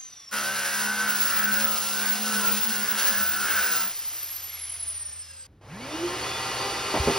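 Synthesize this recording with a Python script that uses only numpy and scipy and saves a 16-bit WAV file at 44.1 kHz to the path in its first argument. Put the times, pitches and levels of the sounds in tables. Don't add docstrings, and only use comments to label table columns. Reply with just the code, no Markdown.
import sys
import numpy as np
from scipy import signal
from scipy.fft import rfft, irfft, next_fast_len
from scipy.io import wavfile
from scipy.ndimage import uniform_filter1d, map_coordinates

SR = 44100
rng = np.random.default_rng(int(sys.argv[2]) if len(sys.argv) > 2 else 0)


def wav_out(sig):
    wavfile.write(sys.argv[1], SR, np.round(np.clip(np.atleast_2d(sig).T, -1, 1) * 32767).astype(np.int16))


N = 316638
TIME = np.arange(N) / SR
ONSET_S = 0.3124
RELEASE_S, BREAK_S = 3.93, 5.47

# t/s, rotation f/Hz
DISC_SPEED = [(0.33, 68.8), (0.54, 69.8), (0.79, 68.9), (1.03, 69.6), (1.3, 68.2), (1.49, 68.5),
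              (1.6, 69.8), (1.92, 68), (2.18, 69), (2.25, 71.6), (2.32, 71.2), (2.36, 67.8), (2.58, 68.8),
              (2.65, 72.3), (2.69, 71.8), (2.73, 68.1), (2.93, 70.1), (3.3, 67.5), (3.4, 68.3),
              (3.88, 67.2)]
# t/s, relative level/dB of grit, of buzz and of panel, ring centre f/Hz
PAD_CONTACT = [(0.33, -32, -38, -27.5, 1470), (0.36, -34.5, -37, -31, 1446), (0.75, -31, -42, -31, 1553),
               (1.06, -34, -37.5, -26.5, 1480), (1.19, -29.5, -41.5, -33.5, 1490),
               (1.46, -34, -42, -27, 1510), (1.63, -33, -36.5, -30.5, 1480),
               (1.83, -31.5, -43.5, -42.5, 1340), (2.04, -32.5, -41.5, -30, 1540),
               (2.18, -34, -39.5, -38.5, 1460), (2.34, -31, -41, -32.5, 1530),
               (2.49, -31.5, -34.5, -32.5, 1360), (2.57, -32, -41.5, -41, 1430),
               (2.86, -34, -41.5, -34.5, 1640), (3.07, -28.5, -40, -30.5, 1580),
               (3.32, -34.5, -44, -33, 1457), (3.58, -31, -40, -26, 1550), (3.81, -31, -44, -36, 1420),
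               (3.9, -42.5, -46, -48, 1340)]
# t/s, fractional speed jitter, irregular friction level/dB
DISC_CHATTER = [(0.5, .005, -9), (1.3, .0035, -14), (2.15, .005, -10), (2.3, .012, -3), (2.8, .007, -10),
                (3.05, .013, -2), (3.35, .008, -7), (3.6, .014, 1)]
def sanding():
    disc_hz, = curves(DISC_SPEED)
    grit_db, buzz_db, panel_db, centre_hz = curves(PAD_CONTACT)
    centre_hz = centre_hz + 20 * wobble(9)
    jitter, chatter_db = curves(DISC_CHATTER)
    chatter = amp(chatter_db)
    turns = np.cumsum(disc_hz * (1 + jitter * wobble(35))) / SR
    sound = amp(grit_db + 6.5) * grit(turns)
    sound += amp(buzz_db) * buzz(turns, chatter)
    sound += amp(panel_db - 0.5) * panel(turns, chatter, centre_hz)
    sound += boom(disc_hz)
    body_hum = amp(-62) * ringing(noise(), [(90, 14.4, 0)])
    return (sound + body_hum) * during(ONSET_S, RELEASE_S + 0.023, rise=0.029, fall=0.053)


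def friction(turns, renew_hz, points=128):
    pattern = rng.standard_normal((int(N * renew_hz / SR) + 4, points))
    return unit(map_coordinates(pattern, [TIME * renew_hz, turns % 1 * points], mode="grid-wrap"))


# f/Hz, relative level/dB
GRIT_SPECTRUM = [(100, -13), (300, 11), (700, -6), (1500, -11.5), (2300, -15.5), (3700, -12), (5000, -9),
                 (7000, -9.5), (10000, -9.5), (12000, -15.5), (15000, -13)]
# f/Hz, bandwidth/Hz, relative level/dB
PAD_MODES = [(2782, 150, 9), (4840, 1400, -2)]
def grit(turns):
    rocking = .5 * np.cos(2 * np.pi * turns * 2) + np.cos(2 * np.pi * turns * 2 / 3)
    contact = unit(amp(0.28 * rocking + 0.78 * wobble(500) + 1.19 * wobble(40)))
    hiss = filtered(coloured(air(), GRIT_SPECTRUM), lambda f: highpass(f, 850, 4))
    return contact * (hiss + amp(-16) * ringing(air(), PAD_MODES))


# f/Hz, relative level/dB
HULL_RESPONSE = [(140, -6.5), (300, -5.5), (450, 2.5), (750, 0.5), (1000, 0.5), (1170, -7.5), (2000, -4),
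                 (3500, -2.5), (5000, -36)]
def buzz(turns, chatter):
    force = friction(turns, renew_hz=6) + .35 * chatter * noise()
    return even(coloured(force, HULL_RESPONSE))


# f/Hz, bandwidth/Hz, relative level/dB
PANEL_MODES = [(1370, 36, 3.5), (1446.6, 30, 0), (1504, 46, 8), (1590, 46, 2), (1585, 520, 4),
               (1683, 38, 2.5)]
def panel(turns, chatter, centre_hz):
    force = friction(turns, renew_hz=12) + 2 * chatter * noise()
    reach_hz = 93 * (1 + 2 * chatter ** 2)
    return even(sum(amp(db) * ringing(force, [(hz, width, 0)]) * peak(centre_hz - hz, reach_hz)
                    for hz, width, db in PANEL_MODES))


# f/Hz, bandwidth/Hz, relative level/dB
HULL_MODE = [(224.3, 21, 0)]
# t/s, relative level/dB
BOOM_LEVEL = [(0.33, -46.5), (0.61, -50), (0.64, -58), (0.87, -39.5), (1.27, -49), (1.51, -38), (1.56, -45),
              (1.59, -40), (1.8, -48.5), (2.37, -33), (2.43, -43), (2.59, -38), (2.62, -56), (2.7, -35.5),
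              (2.73, -46), (2.83, -37.5), (2.88, -53), (2.94, -37), (3.03, -51), (3.22, -41), (3.25, -55),
              (3.41, -45), (3.51, -58), (3.6, -46), (3.64, -70), (3.71, -45), (3.74, -56), (3.86, -46),
              (3.9, -53)]
def boom(disc_hz):
    level = amp(curves(BOOM_LEVEL)[0] - 0.5 + wobble(24))
    vibration = tone(3 * disc_hz) + amp(-13) * ringing(noise(), HULL_MODE)
    return level * vibration * during(ONSET_S, RELEASE_S, rise=0.0093, fall=.05)


# t/s, duration/s, f/Hz, level/dB
EDGE_SQUEALS = [(1.603, .23, 1257, -41.5), (2.257, 0.12, 1320, -38), (2.34, .08, 1490, -40),
                (2.4, .08, 1018, -40), (2.428, 0.098, 1445, -35.5), (2.69, .09, 1493, -36),
                (3.176, .1, 1340, -39), (3.737, 0.12, 1332, -38.5)]
# t/s, duration/s, level/dB
PAD_HOPS = [(2.318, 0.059, -40), (2.63, 0.11, -41), (3.08, 0.065, -46), (3.184, .05, -46)]
def catches():
    out = np.zeros(N)
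    for start, length, hz, db in EDGE_SQUEALS:
        sag = .1 * np.clip(TIME - start - length / 2, -length, length)
        squeal = tone(hz * (1 - sag + .006 * wobble(120)))
        out += amp(db) * squeal * during(start, start + length, rise=0.018, fall=0.022)
    for start, length, db in PAD_HOPS:
        note = tone(HULL_MODE[0][0] + 3 * wobble(29.4))
        out += amp(db) * note * during(start, start + length, rise=.02, fall=0.022)
    return out


# t/s, f/Hz
POWERED_PITCH = [(0.34, 15741), (1.12, 15740), (1.39, 15620), (2.26, 15721), (2.5, 15594), (2.92, 15725),
                 (3.25, 15542), (3.49, 15618), (3.85, 15368)]
# t/s, initial f/Hz, decay rate/(1/s)
COAST_DOWNS = [(0, 6360, .523), (3.85, 15380, .427)]
OFF_S, OFF_HZ = COAST_DOWNS[1][:2]
def motor_hz():
    before, after = (hz * np.exp(-rate * (TIME - start)) for start, hz, rate in COAST_DOWNS)
    return np.select([TIME < ONSET_S, TIME < OFF_S], [before, curves(POWERED_PITCH)[0]], after)


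# t/s, relative level/dB
POWERED_LEVEL = [(0.34, -64), (0.86, -39), (0.96, -68), (1.1, -28), (2.14, -31), (2.26, -40), (2.38, -28.5),
                 (2.86, -32.5), (3.3, -26), (3.4, -36), (3.6, -30), (3.84, -28.5)]
# t/s, relative level/dB
COASTING_LEVEL = [(0, -40), (.07, -51), (.31, -50.5), (3.9, -42), (4.05, -35.5), (4.5, -42.5),
                  (4.75, -35.5), (5.05, -40.5), (5.46, -49)]
def whine():
    powered = during(ONSET_S, OFF_S + 0.1, rise=.01, fall=0.073)
    level = powered * amp(curves(POWERED_LEVEL)[0]) + (1 - powered) * amp(curves(COASTING_LEVEL)[0])
    echo = lambda: 0.51 * (wobble(22) + 2.2 * wobble(90))
    flutter = unit(np.hypot(1 + echo(), echo()))
    direct = tone(motor_hz() * (1 + 0.0009 * wobble(70)))
    return amp(3) * level * flutter * direct * during(-1, BREAK_S, rise=.1, fall=0.015)


def coasting():
    whine_hz = motor_hz()
    disc_hz = whine_hz / 227
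    sound = fan(whine_hz / OFF_HZ, disc_hz) + gears(whine_hz) + lift_rasp(disc_hz) + tool_hum()
    free = 1 - during(ONSET_S, RELEASE_S, rise=0.0053, fall=0.28)
    return sound * free * during(-1, BREAK_S, rise=.1, fall=0.003)


# f/Hz, relative level/dB
FAN_SPECTRUM = [(150, -21), (350, -11), (700, -7), (1200, -5), (2500, -1.5), (3700, -5), (4700, 2.5),
                (7000, 2), (10000, 2.5), (15000, -8.5)]
# f/Hz, bandwidth/Hz, relative level/dB
WELL_MODES = [(490, 13, -9), (1210, 150, -0.5), (2140, 170, -5), (3170, 790, 0.5)]
# t/s, relative level/dB
WITHDRAWAL = [(4.95, 0.5), (5.4, -3)]
def fan(speed, disc_hz):
    swish = amp(0.32 * tone(disc_hz) + 0.21 * wobble(25) + 0.82 * wobble(400))
    blow = coloured(air(), FAN_SPECTRUM) + amp(-13) * ringing(air(), WELL_MODES)
    low = filtered(blow, lambda f: peak(f, 7800, 6))
    level = amp(-36.5 + curves(WITHDRAWAL)[0]) * speed ** 1.57
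    return level * swish * (low + speed ** 1.56 * (blow - low))


# multiple of the whine, level/dB off resonance, resonance f/Hz
GEAR_TONES = [(.0664, -72.5, 630), (.199, -71.5, 1780), (.332, -75, 2950), (.616, -64.5, 5450)]
def gears(whine_hz):
    out = np.zeros(N)
    for order, db, resonance_hz in GEAR_TONES:
        hz = order * whine_hz
        swell_db = 8.5 * peak(hz / resonance_hz - 1, 0.125, 4)
        out += amp(db + swell_db + 4 * wobble(22)) * tone(hz + 45 * np.sqrt(order) * wobble(250))
    return filtered(reverberant(out, t60=.08), lambda f: highpass(f, 500, 6))


# f/Hz, bandwidth/Hz, relative level/dB
RASP_MODES = [(2183, 140, 0.5), (3250, 550, -5.5)]
def lift_rasp(disc_hz):
    level = amp(-48 + 1.9 * tone(disc_hz)) * during(4.43, 5.01, rise=.08, fall=.5)
    return level * ringing(air(), RASP_MODES)


def tool_hum(peak_s=4.93, db_per_s=12):
    hum = tone(81 + 2 * wobble(17)) + amp(-9) * ringing(noise(), [(81.4, 30, 0)])
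    return amp(-52 - db_per_s * np.abs(TIME - peak_s)) * hum


def vacuum(on_s=5.61, full_hz=399, time_constant_s=.22):
    speed = 1 - np.exp(-np.maximum(TIME - on_s, .01) / time_constant_s)
    shaft_hz = full_hz * speed
    settled = speed ** 6
    airborne = airflow(speed) + rotor_tones(shaft_hz, speed, settled)
    hoot = tank_hoot(shaft_hz, settled)
    mains = amp(-48.5 + 0.58 * wobble(8.8)) * tone(np.full(N, 120)) * speed
    flow = amp(-30.5 + 0.46 * wobble(11)) * (0.096 + 0.904 * speed ** 1.44)
    return (flow * airborne + mains + hoot + whistles()) * during(on_s, 9, rise=0.0044, fall=.1)


# f/Hz, relative level/dB
FLOW_SPECTRUM = [(45, -1), (100, -3.5), (180, -7), (300, -1), (800, -0.5), (1500, -2.5), (2800, -2.5),
                 (4000, -6), (5000, -5.5), (7000, -7.5), (9500, -10), (12500, -21), (15000, -20.5)]
# f/Hz, bandwidth/Hz, relative level/dB
PIPE_MODES = [(382, 42, -4.5), (498, 20, 2), (918, 15, 4), (1051, 17, 5.5), (1209, 27, 2), (1348, 35, 1),
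              (1977, 14, 3), (2493, 61, -4), (2882, 32, 0.5), (4477, 44, 0), (4640, 23, -2),
              (5070, 20, -5.5)]
# t/s, relative level/dB
APPROACH = [(6.9, 1), (7.11, 4)]
def airflow(speed):
    rush = amp(-2.5) * coloured(air(side_db=-20), FLOW_SPECTRUM)
    rush += amp(-5) * speed * ringing(air(side_db=-7), PIPE_MODES)
    low = filtered(rush, lambda f: peak(f, 900))
    treble_gain = .25 + .75 * speed ** 2.6
    return amp(curves(APPROACH)[0]) * (low / speed ** 0.2 + treble_gain * (rush - low))


# multiple of the shaft, relative level/dB at start and at full speed, waver/Hz
ROTOR_ORDERS = [(2, -21, -16.5, 4), (5, -23, -22, 5), (9, -20, -16.5, 10), (11.9, -17, -24, 80),
                (18, -27, -26, 35)]
def rotor_tones(shaft_hz, speed, settled):
    shaken_hz = shaft_hz * (1 + .05 * (1 - speed) * wobble(300))
    out = np.zeros(N)
    for order, start_db, full_db, waver_hz in ROTOR_ORDERS:
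        in_tune = np.max([peak(order * shaft_hz - hz, 90) for hz, _, _ in PIPE_MODES], axis=0)
        db = start_db + (full_db - start_db) * settled + 4 * in_tune
        flicker_db = (5 - 2 * settled) * wobble(25)
        out += amp(db + flicker_db) * tone(order * shaken_hz + waver_hz * wobble(150))
    return reverberant(out, t60=.07)


# f/Hz, bandwidth/Hz, level/dB
TANK_MODES = [(197, 280, -42.5), (313, 15, -36), (345, 30, -29)]
# t/s, relative level/dB
SHAFT_LEVEL = [(6.15, -51), (6.55, -56), (6.65, -40.5), (6.8, -55), (6.95, -41.5), (7.15, -36)]
def tank_hoot(shaft_hz, settled):
    resonant = sum(amp(db) * peak(shaft_hz - hz, width / 2) ** 2 for hz, width, db in TANK_MODES)
    level = resonant + settled * amp(curves(SHAFT_LEVEL)[0])
    return level * amp(2 * wobble(60)) * tone(shaft_hz + 4 * wobble(70))


# start t/s, end t/s, f/Hz, level/dB
NOZZLE_WHISTLES = [(6.57, 6.8, 4682, -43), (6.73, 6.94, 4485, -47)]
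def whistles():
    return sum(amp(db + 2 * wobble(40)) * tone(hz + 14 * wobble(200)) * during(start, end, .06, .06)
               for start, end, hz, db in NOZZLE_WHISTLES)


# t/s, duration/s, level/dB, cutoff f/Hz
HOSE_PULLS = [(6.937, 0.044, -23.5, 1120), (7.072, 0.039, -20.5, 705)]
# t/s, initial level/dB
HOSE_BUMPS = [(7.001, -11), (7.062, -18)]
def hose(rib_hz=200, thump_hz=68):
    out = np.zeros(N)
    for start, length, db, top_hz in HOSE_PULLS:
        ribs = noise() * amp(2 * tone(np.full(N, rib_hz)))
        rasp = unit(filtered(ribs, lambda f: highpass(f, 0.114 * top_hz, 2) * peak(f, top_hz, 4)))
        out += amp(db) * rasp * during(start, start + length + 0.022, rise=0.0052, fall=0.048)
    for start, db in HOSE_BUMPS:
        age = np.maximum(TIME - start, 0)
        envelope = amp(db - 60 * age / 0.073) * (1 - np.exp(-age / 0.0018))
        out += envelope * np.sin(2 * np.pi * thump_hz * age)
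    return out


# f/Hz, relative level/dB
YARD_SPECTRUM = [(50, 2.5), (85, -2), (320, -14), (500, -21), (2000, -34), (15000, -52)]
def yard():
    return amp(np.where(TIME < BREAK_S, -67, -54)) * coloured(air(), YARD_SPECTRUM)


def reverberant(x, t60, wet_db=-7):
    t = np.arange(SR // 8) / SR
    tail = rng.standard_normal(len(t)) * amp(-60 * t / t60)
    wet = signal.fftconvolve(x, tail / np.linalg.norm(tail))[:N]
    return (x + amp(wet_db) * wet) / np.hypot(1, amp(wet_db))


def amp(db):
    return 10 ** (np.asarray(db) / 20)


def unit(x):
    return x / np.sqrt(np.mean(x ** 2) + 1e-20)


def even(x):
    return x / np.sqrt(np.abs(uniform_filter1d(x ** 2, SR // 10)) + 1e-9)


def curves(rows):
    times, *columns = np.transpose(rows)
    return [np.interp(TIME, times, column) for column in columns]


def during(start, end, rise, fall):
    return np.clip((TIME - start) / rise, 0, 1) * np.clip((end - TIME) / fall, 0, 1)


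def wobble(rate):
    return map_coordinates(rng.standard_normal(int(N * rate / SR) + 4), [TIME * rate])


def tone(hz):
    return np.sqrt(2) * np.sin(2 * np.pi * (np.cumsum(hz) / SR + rng.random())) * (hz < SR / 2)


def noise():
    return rng.standard_normal(N)


def air(side_db=-19.5):
    mid = noise()
    side = filtered(noise(), lambda f: amp(side_db) * highpass(f, 300, 4))
    return unit(np.array([mid + side, mid - side]))


def peak(offset, reach, order=2):
    return 1 / (1 + (offset / reach) ** order)


def highpass(f, corner_hz, order):
    return f ** order / (f ** order + corner_hz ** order)


def filtered(x, response):
    size = next_fast_len(N + SR // 4)
    return irfft(rfft(x, size) * response(np.fft.rfftfreq(size, 1 / SR)), size)[..., :N]


def coloured(x, spectrum):
    hz, db = np.transpose(spectrum)
    gain = lambda f: amp(np.interp(np.log(f + 1), np.log(hz), db)) * np.minimum(f / hz[0], 1) ** 4
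    return unit(filtered(x, gain))


def ringing(x, modes):
    band = lambda f, hz, width: (2j * f * width / (hz * hz - f * f + 2j * f * width)) ** 2
    return unit(filtered(x, lambda f: sum(amp(db) * band(f, hz, width) for hz, width, db in modes)))


def scene():
    lean = lambda f: amp(np.array([[-.75], [.75]]) * np.exp(-((f - 430) / 220) ** 2))
    return sanding() + catches() + whine() + coasting() + filtered(vacuum() + hose(), lean) + yard()


# f/Hz, phase/rad
CHANNEL_PHASE = [(2100, 0), (2700, .8), (3700, .5), (4500, .6), (5200, 0), (7100, 3.05), (8100, 3.25),
                 (11000, 6.28), (14000, 9.4), (15700, 10.6)]
def record(dry):
    lead = lambda f: np.interp(f, *np.transpose(CHANNEL_PHASE))
    band = lambda f: (f < 15900) * highpass(f, 46, 4)
    return filtered(dry, lambda f: np.exp(.5j * np.outer([1, -1], lead(f))) * band(f))


dry = scene()
out = record(dry)
wav_out(out)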